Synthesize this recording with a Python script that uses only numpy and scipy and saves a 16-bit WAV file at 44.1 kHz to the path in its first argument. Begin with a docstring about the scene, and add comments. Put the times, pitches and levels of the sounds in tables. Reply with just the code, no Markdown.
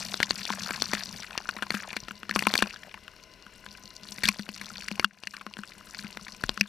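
"""An outdoor shower on a bather and wet concrete, heard from inside a small waterproof camera housing.
From the start the shower head hisses (toned noise), small drops patter and fine spray sizzles on the ground
(showers of tuned noise bursts). Big drops soon smack the housing, which ticks, rings and thumps (tuned modes).
Then gushes fly off the bather (swells of patter and spray) and jolts shake the housing (damped low modes).
The water thins mid-way, then returns; the hardest smacks make the camera's gain control duck."""
import sys
import numpy as np
from scipy import signal
from scipy.fft import rfft, irfft
from scipy.io import wavfile
from scipy.ndimage import uniform_filter1d, minimum_filter1d

SR = 44100
rng = np.random.default_rng(int(sys.argv[2]) if len(sys.argv) > 2 else 0)


def generate_wav(sig):
    """Save sig (samples, or channels by samples) to the path in sys.argv[1] as 16-bit PCM at SR."""
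    pcm = np.round(np.clip(np.atleast_2d(sig).T, -1, 1) * 32767).astype(np.int16)
    wavfile.write(sys.argv[1], SR, pcm)


N = 294840  # length in samples
SPLAT_S = .006  # window for the level of a splat and for the gain control's meter


def undb(db):
    """Decibels to gain."""
    return 10 ** (np.asarray(db) / 20)


def unit(x):
    """Scale to rms 1."""
    return x / np.sqrt(np.mean(x ** 2))


def bins(size):
    """Frequencies in Hz of a spectrum of that many samples, kept above zero."""
    return np.maximum(np.arange(size // 2 + 1), 1e-3) * SR / size


def colour(points, f):
    """Gain at frequencies f of an outline in f/Hz, level/dB, drawn over log frequency."""
    hz, db = np.transpose(points)
    return undb(np.interp(np.log(f), np.log(hz), db))


def resonance(f, hz, width):
    """Response of one damped mode, gain 1 at its centre."""
    return 1 / (1 + 1j * (f * f - hz * hz) / (f * width))


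def body(f, modes):
    """The direct sound plus the ringing of some modes."""
    ringing = sum(undb(db) * resonance(f, hz, width) for hz, width, db in modes)
    return 1 + ringing


# Outline of the hiss before its tones: f/Hz, level/dB
JET_COLOUR = [(40, 5), (150, -3.5), (400, -4), (850, -13.5), (1200, -16), (2700, -9.5), (3400, -17.5),
              (5500, -15.5), (7000, -25.5), (15000, -32)]
# Hollow tones in the hiss: f/Hz, width/Hz, level/dB over the plain hiss
JET_TONES = [(633, 24, 6.5), (1018, 19, 19.5), (1470, 49, 12), (2030, 33, 10), (2960, 46, -8),
             (2840, 53, 9), (4120, 160, 5), (5470, 120, 4)]
JET_DB = -55  # rms level of the hiss


def jet():
    """Water rushing through the shower head: a smooth hiss with hollow tones."""
    f = bins(N)
    noise = rfft(rng.standard_normal(N))
    hiss = noise * colour(JET_COLOUR, f) * body(f, JET_TONES)
    return unit(irfft(hiss, N)) * undb(JET_DB)


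# Water landing near the camera: t/s, patter level/dB, fine spray level/dB
WATER_FLOW = [(0, -43.5, -40.5), (0.328, -45, -44), (0.701, -40, -40), (1.19, -50.5, -44),
              (1.35, -45.5, -54.5), (1.9, -46.5, -51.5), (2.2, -61.5, -55.5), (2.65, -45.5, -51),
              (3, -57.5, -62.5), (3.4, -69, -67), (3.72, -57, -53.5), (4, -64, -54.5), (4.15, -50.5, -48.5),
              (5.28, -51, -49.5), (5.5, -59, -59), (5.95, -51, -49), (6.3, -55, -53), (6.68, -51, -49)]


def flow(column):
    """Gain of the patter (1) or the spray (2) that lands nearby, gliding between levels in dB."""
    rows = np.array(WATER_FLOW)
    return undb(np.interp(np.arange(N) / SR, rows[:, 0], rows[:, column]))


CROWDING = .65  # drops per second grow as this power of the water's gain


def clicks(rate, spread_db, water):
    """Impacts at random moments, many small and a few large; they thin out where there is less water."""
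    count = int(rate * N / SR) + 1
    when, size, sign, luck = rng.random((count, 4)).T
    at = (when * N).astype(int)
    crowd = (water[at] / water.max()) ** CROWDING
    strength = undb(spread_db * size ** 3) * np.sign(sign - .5)
    # the fewer impacts that land are made stronger, so the average power holds
    landed = strength * (luck < crowd) / np.sqrt(crowd)
    return unit(np.bincount(at, landed, N))


def smear(x, decay_s):
    """Turn each impact into a ragged little burst of noise with an exponential decay."""
    energy = signal.lfilter([1], [1, -np.exp(-2 / (decay_s * SR))], x ** 2 + 1e-18)
    return unit(np.sqrt(energy) * rng.standard_normal(N))


# Ringing modes of the housing: f/Hz, width/Hz, level/dB over the direct sound
HOUSING_MODES = [(358, 7.9, -0.5), (1067, 49, -0.5), (1590, 420, 0.5), (1780, 250, -15.5), (2470, 540, 2),
                 (2800, 59, -0.5), (3510, 450, -3), (4435, 690, 4), (5706, 250, 5.5), (7230, 170, -5.5)]


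def housing(f):
    """The housing passes the direct sound and rings at its own modes."""
    return body(f, HOUSING_MODES)


def shower(points, water, rate, spread_db, sharpness, burst_s, count):
    """A rain of drops in several sizes; each size bursts around its own pitch."""
    f = bins(N)
    pitches = np.geomspace(points[0][0], points[-1][0], count)
    rain = 0
    for hz in pitches:
        bursts = smear(clicks(rate / count, spread_db, water), burst_s)
        tuning = resonance(f, hz, hz / sharpness) ** 2
        rain = rain + colour(points, hz) / np.sqrt(hz) * tuning * rfft(bursts)
    return water * unit(irfft(rain * housing(f), N))


THUMP_HZ, THUMP_T60_S = 203.2, .11  # pitch, time to fall 60 dB


def thump(x):
    """The lowest mode of the housing: a short hollow knock."""
    t = np.arange(SR // 4) / SR
    ring = np.sin(2 * np.pi * THUMP_HZ * t) * np.exp(-np.log(1000) * t / THUMP_T60_S)
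    # a small wall radiates little below its own pitch
    bass_cut = signal.butter(1, THUMP_HZ / 2, "high", fs=SR, output="sos")
    ring = signal.sosfilt(bass_cut, ring)
    return signal.fftconvolve(x, ring)[:N]


# Pitch balance of the small drops, before the housing rings: f/Hz, level/dB
PATTER_COLOUR = [(680, -2), (1500, 3), (2400, 3), (3400, -28), (6000, -17), (13000, -14.5)]
# Pitch balance of the fine spray, before the housing rings: f/Hz, level/dB
SPRAY_COLOUR = [(2800, -15), (4300, 6.5), (5700, -5), (7000, -1), (13000, -11)]
GUSH_SPRAY_DB = -2  # spray carried by a gush, against its patter


def small_drops(knock_db=-6, rumble_db=-15, rumble_hz=260, rumble_width_hz=700):
    """Patter and fine spray; the spray also keeps the housing knocking softly."""
    gush = gushes()
    coarse = np.hypot(flow(1), gush)
    fine = np.hypot(flow(2), undb(GUSH_SPRAY_DB) * gush)
    patter = shower(PATTER_COLOUR, coarse, rate=1700, spread_db=25, sharpness=1.55, burst_s=0.0024, count=10)
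    spray = shower(SPRAY_COLOUR, fine, rate=2600, spread_db=27.5, sharpness=1.9, burst_s=0.0012, count=7)
    taps = clicks(rate=400, spread_db=14, water=fine)
    knocking = undb(knock_db) * unit(thump(taps))
    rumble = irfft(rfft(taps) * resonance(bins(N), rumble_hz, rumble_width_hz), N)
    return patter + spray + fine * (knocking + undb(rumble_db) * unit(rumble))


def splat_level(x, db):
    """Set each row to a level taken over the length of one splat."""
    loudness = np.sqrt(np.sum(x ** 2, axis=1, keepdims=True) / (SPLAT_S * SR))
    return x * undb(db)[:, None] / loudness


# Big drops on the housing: t/s, splat level/dB, splat f/Hz, spreading time/s,
# slap level/dB (before slap_db), level/dB of the impulse that drives the thump
BIG_DROPS = [(.142, -28, 4130, 0.00087, -33.5, -42), (0.203, -28, 1500, 0.0077, -26, -62),
             (.229, -18, 1920, 0.00093, -41, -33), (.231, -24, 3180, 0.0025, -46, -44),
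             (0.3079, -21, 4030, 0.00049, -27.5, -36.5), (0.453, -30.5, 3940, 0.00046, -44.5, -47),
             (.503, -26.5, 1065, 0.0009, -32.5, -28.5), (0.708, -31, 1850, 0.0023, -31.5, -33),
             (0.8212, -21.5, 3940, 0.00087, -29.5, -29.5), (0.9347, -25.5, 1790, 0.0014, -26, -26.5),
             (1.3776, -28, 3000, 0.00039, -33, -66), (1.49, -25.5, 1340, 0.0037, -37.5, -55),
             (1.566, -37, 1930, 0.002, -42, -36.5), (1.6239, -26, 1350, 0.0055, -33.5, -33.5),
             (1.7053, -24, 1900, 0.0015, -31, -34), (1.744, -31.5, 1780, 0.0079, -37.5, -24.5),
             (1.93, -37, 2200, 0.0014, -43.5, -67), (1.9664, -28.5, 1900, 0.0039, -34, -34.5),
             (2.084, -37, 1410, 0.0023, -41, -45), (2.109, -35, 1320, 0.002, -52, -38.5),
             (2.232, -39, 1400, 0.00045, -44.5, -41), (2.294, -30, 1610, 0.0015, -38, -36),
             (2.311, -25.5, 1920, 0.00097, -46, -31), (2.361, -24.5, 1120, .0044, -22, -22),
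             (2.3917, -23.5, 2500, 0.0011, -56, -48), (2.424, -28.5, 1990, 0.0018, -32.5, -41),
             (2.4696, -17, 1030, 0.00033, -22.5, -20.5), (2.539, -22.5, 3380, 0.00076, -26.5, -28),
             (2.554, -21, 1900, 0.0016, -28, -45), (2.5774, -21.5, 4150, 0.0023, -52, -48),
             (2.589, -27, 2630, 0.0024, -34, -30), (2.624, -18.5, 1500, 0.0013, -20, -21.5),
             (2.942, -38, 940, 0.0024, -48, -57), (3.08, -40, 1330, 0.00026, -54, -62),
             (3.237, -49, 4770, .0008, -70, -70), (3.465, -44.5, 1390, 0.0029, -58, -47.5),
             (3.663, -39, 1500, 0.0016, -54, -65), (4.034, -45, 5000, .002, -62, -55),
             (4.087, -41, 4050, .0027, -68, -43.5), (4.121, -37.5, 5600, 0.004, -69, -42),
             (4.183, -37.5, 2020, .002, -49, -38), (4.235, -20, 1920, 0.011, -33.5, -40),
             (4.255, -22, 3020, 0.001, -55, -30), (4.279, -30, 4200, 0.00046, -46, -51),
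             (4.287, -11, 2500, 0.0027, -39, -17.5), (4.288, -21, 1170, 0.00086, -45, -45),
             (4.394, -34, 1690, 0.0052, -40, -22.5), (4.49, -32.5, 2470, 0.0033, -37.5, -29.5),
             (4.613, -33, 2030, .005, -48, -41), (4.8834, -29, 2220, 0.0017, -56, -45),
             (4.9147, -35, 2300, 0.00038, -38, -27.5), (4.9965, -24, 2150, 0.00023, -25, -36),
             (5.0446, -1.5, 1390, 0.00026, -54, -14), (5.046, -6.5, 3180, 0.00028, -41, -52),
             (5.236, -30.5, 2776, 0.00062, -35.5, -58), (5.2719, -22, 2300, 0.0015, -46, -38),
             (5.338, -30.5, 1350, 0.011, -58, -47.5), (5.367, -33.5, 2170, 0.0009, -49, -49),
             (5.4117, -34.5, 1160, 0.0035, -48, -48), (5.466, -36, 1170, 0.0012, -36, -33),
             (5.538, -37, 2800, 0.00056, -63, -65), (5.569, -39.5, 1470, 0.0012, -43, -41),
             (5.589, -38.5, 1580, .0027, -48, -29.5), (5.635, -34.5, 1330, 0.00037, -65, -62),
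             (5.992, -36.5, 2320, 0.00069, -69, -38), (6.045, -41.5, 1920, 0.0032, -64, -30),
             (6.172, -36, 1700, 0.0013, -39.5, -44.5), (6.282, -38.5, 1890, .0013, -82, -45),
             (6.438, -24.5, 1450, 0.0017, -35, -36), (6.4931, -23.5, 3800, 0.00038, -29.5, -38),
             (6.5753, -31, 1370, 0.0012, -49, -40), (6.61, -9.5, 2270, 0.0016, -33, -15.5)]
OVERTONE_TOP_HZ = 4160  # the overtone of the wet wall goes no higher
FIZZ_DB, WET_FIZZ_DB = -20.5, -12.5  # fizz against its splat, on a drained and a streaming wall
STREAMING_DB = -63  # gush level that floods the wall


def big_drops(scatter=0.85, tail_s=0.0028, tail=0.13, sharpness=2.05, overtone=1.86, overtone_db=-10,
              push_s=0.0001, rebound_s=0.0013, fizz_hz=9000, fizz_width_hz=7000, slap_db=2, size=2048):
    """Each drop pushes on the wall, bursts into a pitched splat and throws off a fizz of droplets."""
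    when, level, pitch, spread, slap, knock = np.transpose(BIG_DROPS)
    start = np.maximum(when * SR, 0).astype(int)
    pitch, spread = pitch[:, None], np.abs(spread[:, None])
    t, f = np.arange(size) / SR, bins(size)
    noise = rng.standard_normal((len(when), 2, size))
    wall = housing(f)

    # a sharp first contact, then the ragged spreading of the water
    spreading = scatter * np.exp(-t / spread) + tail * np.exp(-t / tail_s)
    burst = (t == 0) + noise[:, 0] * spreading
    # the wet wall gives at one pitch and a weaker higher one, both gone in a few cycles
    high_pitch = np.minimum(pitch * overtone, OVERTONE_TOP_HZ)
    low = resonance(f, pitch, pitch / sharpness) ** 2
    high = resonance(f, high_pitch, high_pitch / sharpness) ** 2
    splats = irfft(-rfft(burst) * (low + undb(overtone_db) * high) * wall)

    # the weight of the drop is one blunt pulse, and the wall springs back more slowly
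    press = t * np.exp(-t / push_s) / push_s ** 2
    rebound = t * np.exp(-t / rebound_s) / rebound_s ** 2
    push = irfft(rfft(rebound - press) * wall)[None]

    # droplets fly off for as long as the water spreads, and more of them from a streaming wall
    flying = rfft(noise[:, 1] * np.exp(-t / spread))
    droplets = irfft(flying * resonance(f, fizz_hz, fizz_width_hz) ** 2 * wall)
    fizz = level + np.interp(gushes()[start], [0, undb(STREAMING_DB)], [FIZZ_DB, WET_FIZZ_DB])

    hits = splat_level(splats, level) + splat_level(push, slap + slap_db) + splat_level(droplets, fizz)
    places = start[:, None] + np.arange(size)
    ticks = np.bincount(places.ravel(), hits.ravel(), N)[:N]
    return ticks + thump(np.bincount(start, undb(knock), N))


# Gushes thrown off the bather: t/s, length/s from start to draining, level/dB
GUSHES = [(0.926, 0.022, -37.5), (1.709, 0.048, -39.5), (2.335, .27, -41), (4.231, 0.072, -40.5),
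          (4.605, .15, -49)]
GUSH_RISE_S, GUSH_DRAIN_S = 0.0068, .06  # ramp up, decay constant of the drain


def gushes():
    """Gain of the gushes: each arrives fast, holds and drains away."""
    t = np.arange(N) / SR
    gain = 0
    for start, length, db in GUSHES:
        rise = np.clip((t - start) / GUSH_RISE_S, 0, 1)
        drain = np.exp(-np.maximum(t - start - length, 0) / GUSH_DRAIN_S)
        gain = gain + undb(db) * rise * drain
    return gain


# Dull bumps of the housing: t/s, peak level/dB
BUMPS = [(2.029, -38), (4.24, -31), (6.438, -25.5), (6.493, -31)]
# How the whole housing shakes when bumped, before the grip softens it: f/Hz, width/Hz, level/dB
SHAKE_MODES = [(40.6, 13, 13.5), (119, 86, 8), (332, 44, -14)]


def bumps():
    """The hand-held housing is jolted and shudders briefly in a few damped low modes."""
    when, db = np.transpose(BUMPS)
    f = bins(N)
    shake = sum(undb(gain_db) * resonance(f, hz, width) for hz, width, gain_db in SHAKE_MODES)
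    # the soft grip takes the edge off each jolt, above the highest mode
    shake = shake / (1 + 1j * f / SHAKE_MODES[-1][0]) ** 2
    jolts = np.bincount((when * SR).astype(int), undb(db), N)
    return irfft(rfft(jolts) * shake, N) / np.abs(irfft(shake, N)).max()


LIMIT_DB, LIMIT_HOLD_S, LIMIT_RELEASE_S = -15, 0.066, 0.25  # threshold, hold, release constant


def gain_control(sound):
    """A hit over the limit turns everything down; the gain stays low for a moment, then creeps back."""
    power = uniform_filter1d(sound.mean(axis=0) ** 2, int(SPLAT_S * SR))
    over_db = np.maximum(10 * np.log10(np.maximum(power, 1e-18)) - LIMIT_DB, 0)
    hold = int(LIMIT_HOLD_S * SR)
    held_db = -minimum_filter1d(-over_db, hold, origin=(hold - 1) // 2, mode="constant")
    # each held cut shrinks exponentially in dB until a larger one takes over
    fade = np.exp(-np.arange(N) / SR / LIMIT_RELEASE_S)
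    cut_db = fade * np.maximum.accumulate(held_db / fade)
    return sound * undb(-cut_db)


LEFT_DB = 7.65  # left channel over right


def scene():
    """One microphone hears it all, louder in the left channel."""
    sides = np.array([[undb(LEFT_DB)], [1]])
    return sides / sides.mean() * (jet() + small_drops() + big_drops() + bumps())


CEILING, TOP_HZ = .8, 15000  # peak amplitude the rounding approaches, edge of the top cut


def record(dry, low_hz=28):
    """The camera drops the deepest bass, ducks after the hardest hits, rounds their peaks and cuts the top."""
    bass_cut = signal.butter(2, low_hz, "high", fs=SR, output="sos")
    sound = gain_control(signal.sosfilt(bass_cut, dry))
    # both channels share the peak rounding
    sound = sound / (1 + (np.abs(sound).max(axis=0) / CEILING) ** 4) ** (1 / 4)
    top_cut = signal.ellip(8, .2, 70, TOP_HZ, fs=SR, output="sos")
    return signal.sosfilt(top_cut, sound)


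dry = scene()
out = record(dry)
generate_wav(out)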